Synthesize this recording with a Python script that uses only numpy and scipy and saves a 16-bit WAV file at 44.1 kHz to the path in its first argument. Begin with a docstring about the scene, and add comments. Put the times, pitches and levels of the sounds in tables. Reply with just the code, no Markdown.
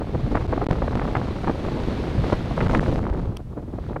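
"""A dry lake bed in gusting wind, a small bare microphone standing in the open as a dust devil passes.
Eddies flap and thump right on the diaphragm, over a roar and a rumble. Blown sand hisses across the
ground and peppers the microphone, swelling and then dying away. The hardest gusts make the diaphragm
crackle and pin it, choking the sound for milliseconds; in the lull a speck of grit ticks on the case."""
import sys
import numpy as np
from scipy import signal
from scipy.fft import rfft, irfft
from scipy.io import wavfile
from scipy.ndimage import uniform_filter1d

SR = 44100
rng = np.random.default_rng(int(sys.argv[2]) if len(sys.argv) > 2 else 0)


def store_pcm(level_fs):
    """Save levels as 16-bit WAV."""
    pcm = np.round(np.clip(level_fs, -1, 1) * 32767).astype(np.int16)
    wavfile.write(sys.argv[1], SR, np.atleast_2d(pcm).T)


N = 176400

# strength of the gusts, heard as the low rumble (t/s, relative level/dB)
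GUST_LEVEL = [(0.0, -32.5), (0.4, -29), (0.71, -33), (1.05, -29.5), (1.4, -32.5), (2.25, -30.5),
              (2.54, -29.5), (2.8, -25.5), (3.21, -27.5), (3.38, -36.5), (3.55, -39), (4.0, -32.5)]
# strength of the turbulence at the microphone (t/s, relative level/dB)
TURBULENCE_LEVEL = [(0.08, -36), (0.3, -30.5), (0.7, -31), (1.05, -29.5), (1.35, -32), (1.6, -30),
                    (1.75, -27.5), (2.2, -28.5), (2.52, -32), (2.7, -23.5), (3.0, -28), (3.33, -34.5),
                    (3.43, -59), (3.52, -38.5), (3.62, -41), (4.0, -38)]
# strength of the blown sand (t/s, relative level/dB)
SAND_LEVEL = [(0.08, -57), (0.25, -54), (0.7, -53.5), (1.1, -52), (1.55, -51), (1.9, -48.5), (2.18, -50),
              (2.3, -46), (2.42, -51), (2.75, -48), (2.95, -52.5), (3.13, -64), (3.22, -59.5),
              (3.45, -74.5), (3.67, -72), (3.89, -60), (4.0, -74)]


def buffets(gain_db=-2.5, top_hz=2450, spiky=0.72, steep=2.26, rise=0.76, size=4096):
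    """Eddies flap at the microphone in ragged, fast-rising bursts, each of its own length and pitch."""
    # passing eddies (centre t/s, width/s, relative level/dB, strongest f/Hz)
    eddies = [(0.014, 0.0066, -22.5, 352), (0.1502, 0.0062, -18, 290), (0.3523, 0.0061, -16, 500),
              (0.3683, 0.0072, -22, 675), (0.4515, 0.0052, -23.5, 302), (0.5325, 0.005, -15, 410),
              (0.578, 0.0019, -12.5, 356), (0.6163, 0.0073, -19.5, 420), (0.6892, .0019, -16, 252),
              (0.709, 0.0033, -20, 483), (0.7276, 0.0062, -20, 281), (0.8226, 0.0031, -14.5, 386),
              (0.8807, 0.0024, -17, 445), (0.931, 0.0058, -26.5, 500), (0.958, .0035, -24.5, 415),
              (0.9967, 0.00062, -17, 930), (1.02, 0.0072, -23, 550), (1.052, 0.0025, -17.5, 340),
              (1.082, 0.0068, -28, 528), (1.1537, 0.0023, -14.5, 760), (1.167, 0.012, -25, 640),
              (1.2167, 0.0031, -21, 410), (1.2842, 0.0018, -19, 317), (1.478, 0.0053, -16.5, 468),
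              (1.4985, 0.0028, -11.5, 326), (1.6868, 0.0024, -20, 408), (2.2406, 0.0019, -18, 417),
              (2.301, 0.0013, -17, 477), (2.3295, 0.0085, -14.5, 380), (2.5114, 0.0028, -19, 348),
              (2.5746, 0.0062, -19, 452), (2.61, 0.0035, -20, 1110), (2.6679, 0.01, -26.5, 692),
              (2.6979, 0.0019, -19.5, 496), (2.7515, 0.0039, -17, 1130), (2.7948, 0.002, -14, 811),
              (2.838, 0.0045, -28, 750), (2.8622, 0.0011, -21.5, 800), (3.0392, 0.0017, -18, 475),
              (3.0659, 0.0021, -13.5, 410), (3.4, 0.0093, -33.5, 306), (3.5763, 0.0086, -24.5, 250),
              (3.5921, 0.0097, -31, 272), (3.7385, 0.007, -25, 237), (3.7857, 0.0032, -22.5, 285),
              (3.913, 0.0064, -23.5, 191), (3.9645, 0.0031, -19.5, 484)]
    out, t, hz = np.zeros(N), (np.arange(size) - size / 2) / SR, np.fft.rfftfreq(size, 1 / SR)
    for s, width, db, peak_hz in eddies:
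        swirl, rag = rng.standard_normal((2, size))
        shape = np.exp(-(t / (width * np.where(t < 0, rise, 1))) ** 2 / 2)
        raggedness = np.exp(spiky * unit(uniform_filter1d(rag, size=40)))
        spectrum = rfft(swirl * raggedness * shape)
        spectrum /= np.sqrt(uniform_filter1d(abs(spectrum) ** 2, size=60))  # flatten before colouring
        u = hz / peak_hz
        colour = u / (1 + u ** 2 / (2 * steep - 1)) ** steep / np.sqrt(1 + (hz / top_hz) ** 8)
        burst = unit(irfft(spectrum * colour)) * np.sqrt(np.mean(shape ** 2))
        add(out, s + t[0], amp(db + gain_db) * burst)
    return out


def thumps(gain_db=-1, width_s=0.0095, wobble=0.277, size=4096):
    """Large eddies heave the diaphragm through a few uneven swings."""
    # large slow eddies (centre t/s, relative level/dB, f/Hz)
    eddies = [(0.158, -19.5, 143.4), (0.247, -18.5, 98.6), (0.484, -24, 90), (0.716, -18.5, 136.4),
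              (0.961, -19, 123), (1.483, -22, 160.3), (1.74, -26, 148), (2.194, -16, 116),
              (2.666, -16.5, 96.3), (2.751, -29, 130), (2.791, -11, 172.4), (2.84, -18, 120.6),
              (2.894, -17.5, 111), (3.296, -19.5, 95)]
    out, t = np.zeros(N), (np.arange(size) - size / 2) / SR
    shape = np.exp(-(t / width_s) ** 2 / 2)
    for s, db, hz in eddies:
        drift = unit(uniform_filter1d(rng.standard_normal(size), size=200))
        turns = np.cumsum(hz * (1 + wobble * drift)) / SR + rng.random()
        add(out, s + t[0], amp(db + gain_db) * np.sqrt(2) * np.sin(2 * np.pi * turns) * shape)
    return out


def rumble(gain_db=3):
    """Slow pressure swings on the bare diaphragm."""
    # spectrum of the swings (f/Hz, relative level/dB)
    colour = [(12, -30), (25, -5), (55, 0), (110, -3.5), (170, -7.5), (300, -21), (700, -74), (5000, -110)]
    return amp(gain_db) * level(GUST_LEVEL) * noise(colour)


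def roar(churn, gain_db=0.5, lumpy_db=2.5):
    """Mid-sized turbulence reaches the microphone in lumps."""
    # spectrum of the turbulence (f/Hz, relative level/dB)
    colour = [(40, -8.5), (130, -4.5), (290, -3), (500, -9.5), (800, -17.5), (1300, -25.5), (2200, -59.5),
              (5000, -77), (16000, -100)]
    return amp(gain_db) * level(TURBULENCE_LEVEL) * unit(noise(colour) * amp(lumpy_db * churn))


def snaps(churn, gust, gain_db=29.5, rise_s=0.00012, fall_s=0.0014, crackle_db=2, size=512):
    """Overload crackle: one-sided cusps of pressure, a few large, many faint where the air churns."""
    # the diaphragm snaps against its stop (t/s, relative peak level/dB)
    hard_snaps = [(0.3573, -39.5), (0.6434, -40), (0.667, -37.5), (0.7115, -34), (0.7311, -42),
                  (0.9548, -37), (1.0799, -46.5), (1.171, -39.5), (2.3297, -35.5), (2.6106, -45),
                  (2.712, -39), (2.7486, -34), (2.959, -41)]
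    out, t = np.zeros(N), (np.arange(size) - size // 2) / SR
    cusp = uniform_filter1d(np.exp(-abs(t) / np.where(t < 0, rise_s, fall_s)), size=3)
    for s, db in hard_snaps:
        add(out, s + t[0], amp(db + gain_db) * rng.choice([-1, 1]) * cusp)
    crowd = np.exp(churn)
    hits = arrivals(per_s=130 * gust ** 2 * crowd / crowd.mean()) * rng.choice([-1, 1], N)
    sizes = amp(crackle_db) * random_sizes(spread_db=3.5) * level(TURBULENCE_LEVEL)
    return out + signal.oaconvolve(hits * sizes, cusp, "same")


def flutter(churn, gain_db=3, mean_per_s=140, low_hz=308, high_hz=920, bands=12, clump=0.7):
    """Small eddies, each a single push and pull of pressure, crowd in where the air churns."""
    # strength of the small eddies (t/s, relative level/dB)
    strength = [(0.0, -44.5), (1.12, -39.5), (1.28, -39.5), (2.56, -49), (2.73, -36), (2.84, -34),
                (3.25, -45), (3.36, -59), (3.59, -55), (3.75, -52), (4.0, -40.5)]
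    out, t = np.zeros(N), np.arange(-256, 257) / SR
    crowd = np.exp(clump * churn)
    band_per_s = mean_per_s / bands * crowd / crowd.mean()
    for hz in np.geomspace(low_hz, high_hz, bands):
        sizes = random_sizes(spread_db=5) * rng.choice([-1, 1], N)
        u = 2 * np.pi * hz * t
        push_pull = u * np.exp(-u ** 2 / 2)
        out += signal.oaconvolve(sizes * arrivals(band_per_s), push_pull, "same")
    return amp(gain_db) * level(strength) * unit(out)


def sand(churn, gust, gain_db=8):
    """Sand streams over the ground; strong gusts chop its hiss into a fast flicker."""
    # spectrum of the streaming sand (f/Hz, relative level/dB)
    colour = [(200, 9.5), (1000, 7), (2000, 6.5), (2700, 3), (4200, 0.5), (5200, -7.5), (6300, -11.5),
              (7200, -17), (9000, -19), (12000, -26.5), (16000, -43)]
    flicker_db = 2.2 * gust * wander(rate_hz=520) + 0.45 * churn
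    return amp(gain_db) * level(SAND_LEVEL) * noise(colour) * amp(flicker_db)


def spatter(gust, gain_db=-12, band_hz=(2950, 8400)):
    """Fine grains of sand pepper the microphone, thicker and harder in strong gusts."""
    hits = random_sizes(spread_db=3) * arrivals(per_s=900 * gust)
    grains = signal.oaconvolve(hits, np.hanning(32), "same") * rng.standard_normal(N)
    band = signal.butter(1, band_hz, "bandpass", fs=SR, output="sos")
    patter = unit(signal.sosfilt(np.vstack([band, band]), grains))
    return amp(gain_db) * level(SAND_LEVEL) * gust * patter


def grit(scratch=0.37, scratch_s=0.00064):
    """A speck grazes the microphone's case, then hits it squarely and rings it very briefly."""
    # strikes on the case (t/s, relative level/dB, low-pass f/Hz)
    strikes = [(3.3675, -30.5, 3300), (3.3706, -26, 11000)]
    # modes of the case (f/Hz, relative level/dB, t60/s)
    modes = [(1090, 3, 0.0059), (2730, 1, 0.004), (3180, 2.5, 0.0072), (4700, 1, 0.0042),
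             (5560, -4, 0.0059), (8500, -3, 0.0033), (12100, -14.5, .003)]
    out, t = np.zeros(N), np.arange(1024) / SR
    ring = sum(amp(db - 60 * t / t60) * np.sin(2 * np.pi * hz * t) for hz, db, t60 in modes)
    for s, db, top_hz in strikes:
        scrape = rng.standard_normal(len(t)) * np.exp(-t / scratch_s)
        tick = signal.lfilter(*signal.butter(2, top_hz, fs=SR), ring / 2 + scratch * scrape)
        add(out, s, amp(db) * tick)
    return out


def still_air(level_db=-63.5):
    """A faint steady hiss lies behind the wind."""
    # spectrum of the background (f/Hz, relative level/dB)
    colour = [(300, 0), (1200, 17.5), (2600, 8), (6000, 2.5), (9000, -0.5), (16000, -6)]
    return amp(level_db) * noise(colour)


def amp(db):
    """Decibels to gain."""
    return 10 ** (np.asarray(db) / 20)


def unit(x):
    """Scales to rms 1."""
    return x / np.sqrt(np.mean(x ** 2) + 1e-20)


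def level(curve):
    """A (t/s, level/dB) curve as a gain for every sample."""
    return amp(np.interp(np.arange(N) / SR, *np.transpose(curve)))


def add(mix, s, sound):
    """Mixes a sound in from time s."""
    at = round(s * SR)
    sound = sound[max(-at, 0):]
    part = mix[max(at, 0):][:len(sound)]
    part += sound[:len(part)]


def noise(spectrum):
    """Noise of rms 1 with the given (f/Hz, level/dB) colour."""
    hz, db = np.transpose(spectrum)
    gain = amp(np.interp(np.log(np.fft.rfftfreq(N, 1 / SR) + 1), np.log(hz), db))
    return unit(irfft(rfft(rng.standard_normal(N)) * gain, N))


def wander(rate_hz):
    """Random drift of rms 1, up to about the given rate."""
    hz = np.fft.rfftfreq(N, 1 / SR)
    band = hz / (hz + rate_hz / 10) * np.exp(-(hz / rate_hz) ** 2)
    return unit(irfft(rfft(rng.standard_normal(N)) * band, N))


def arrivals(per_s):
    """Randomly timed impulses at the given rate."""
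    return rng.random(N) < per_s / SR


def random_sizes(spread_db):
    """A gain for every sample: most near 1, a few up to three spreads louder."""
    return amp(spread_db * np.minimum(rng.exponential(1, N), 3))


def scene():
    """All the air and sand that reach the one microphone."""
    churn = wander(rate_hz=46)
    gust = level(GUST_LEVEL) / level(GUST_LEVEL).max()
    wind = rumble() + roar(churn) + flutter(churn) + buffets() + thumps() + snaps(churn, gust)
    return (wind + sand(churn, gust) + still_air() + spatter(gust) + grit())[None]


def record(dry, settle_s=0.00068, cutoff_hz=16274):
    """While the diaphragm is pinned its output settles to zero; a low-pass then trims the top treble."""
    # moments when the diaphragm is pinned (start t/s, length/s)
    stalls = [(0.469, 0.0077), (0.6433, 0.0056), (0.652, 0.0064), (0.671, 0.015), (0.9647, 0.0032),
              (2.675, 0.0059), (2.686, 0.0049), (2.7273, 0.0016), (2.7809, 0.0051), (2.7901, 0.0043),
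              (2.7964, 0.0089), (2.8433, 0.0033), (2.9086, 0.0033), (2.9948, 0.0046), (3.007, 0.0023),
              (3.035, 0.0045), (3.0624, 0.0047)]
    t, free = np.arange(N) / SR, np.ones(N)
    for start, length in stalls:
        free[(t >= start) & (t < start + length)] = 0
    decay = np.exp(-1 / (settle_s * SR))
    motion = signal.lfilter([1, -decay], [1], dry) * free
    choked = signal.lfilter([1], [1, -decay], motion)  # the two filters cancel while it moves freely
    low_pass = signal.firwin(511, cutoff_hz, window=("kaiser", 9), fs=SR)
    return signal.oaconvolve(choked, low_pass[None], "same")


dry = scene()
out = record(dry)
store_pcm(out)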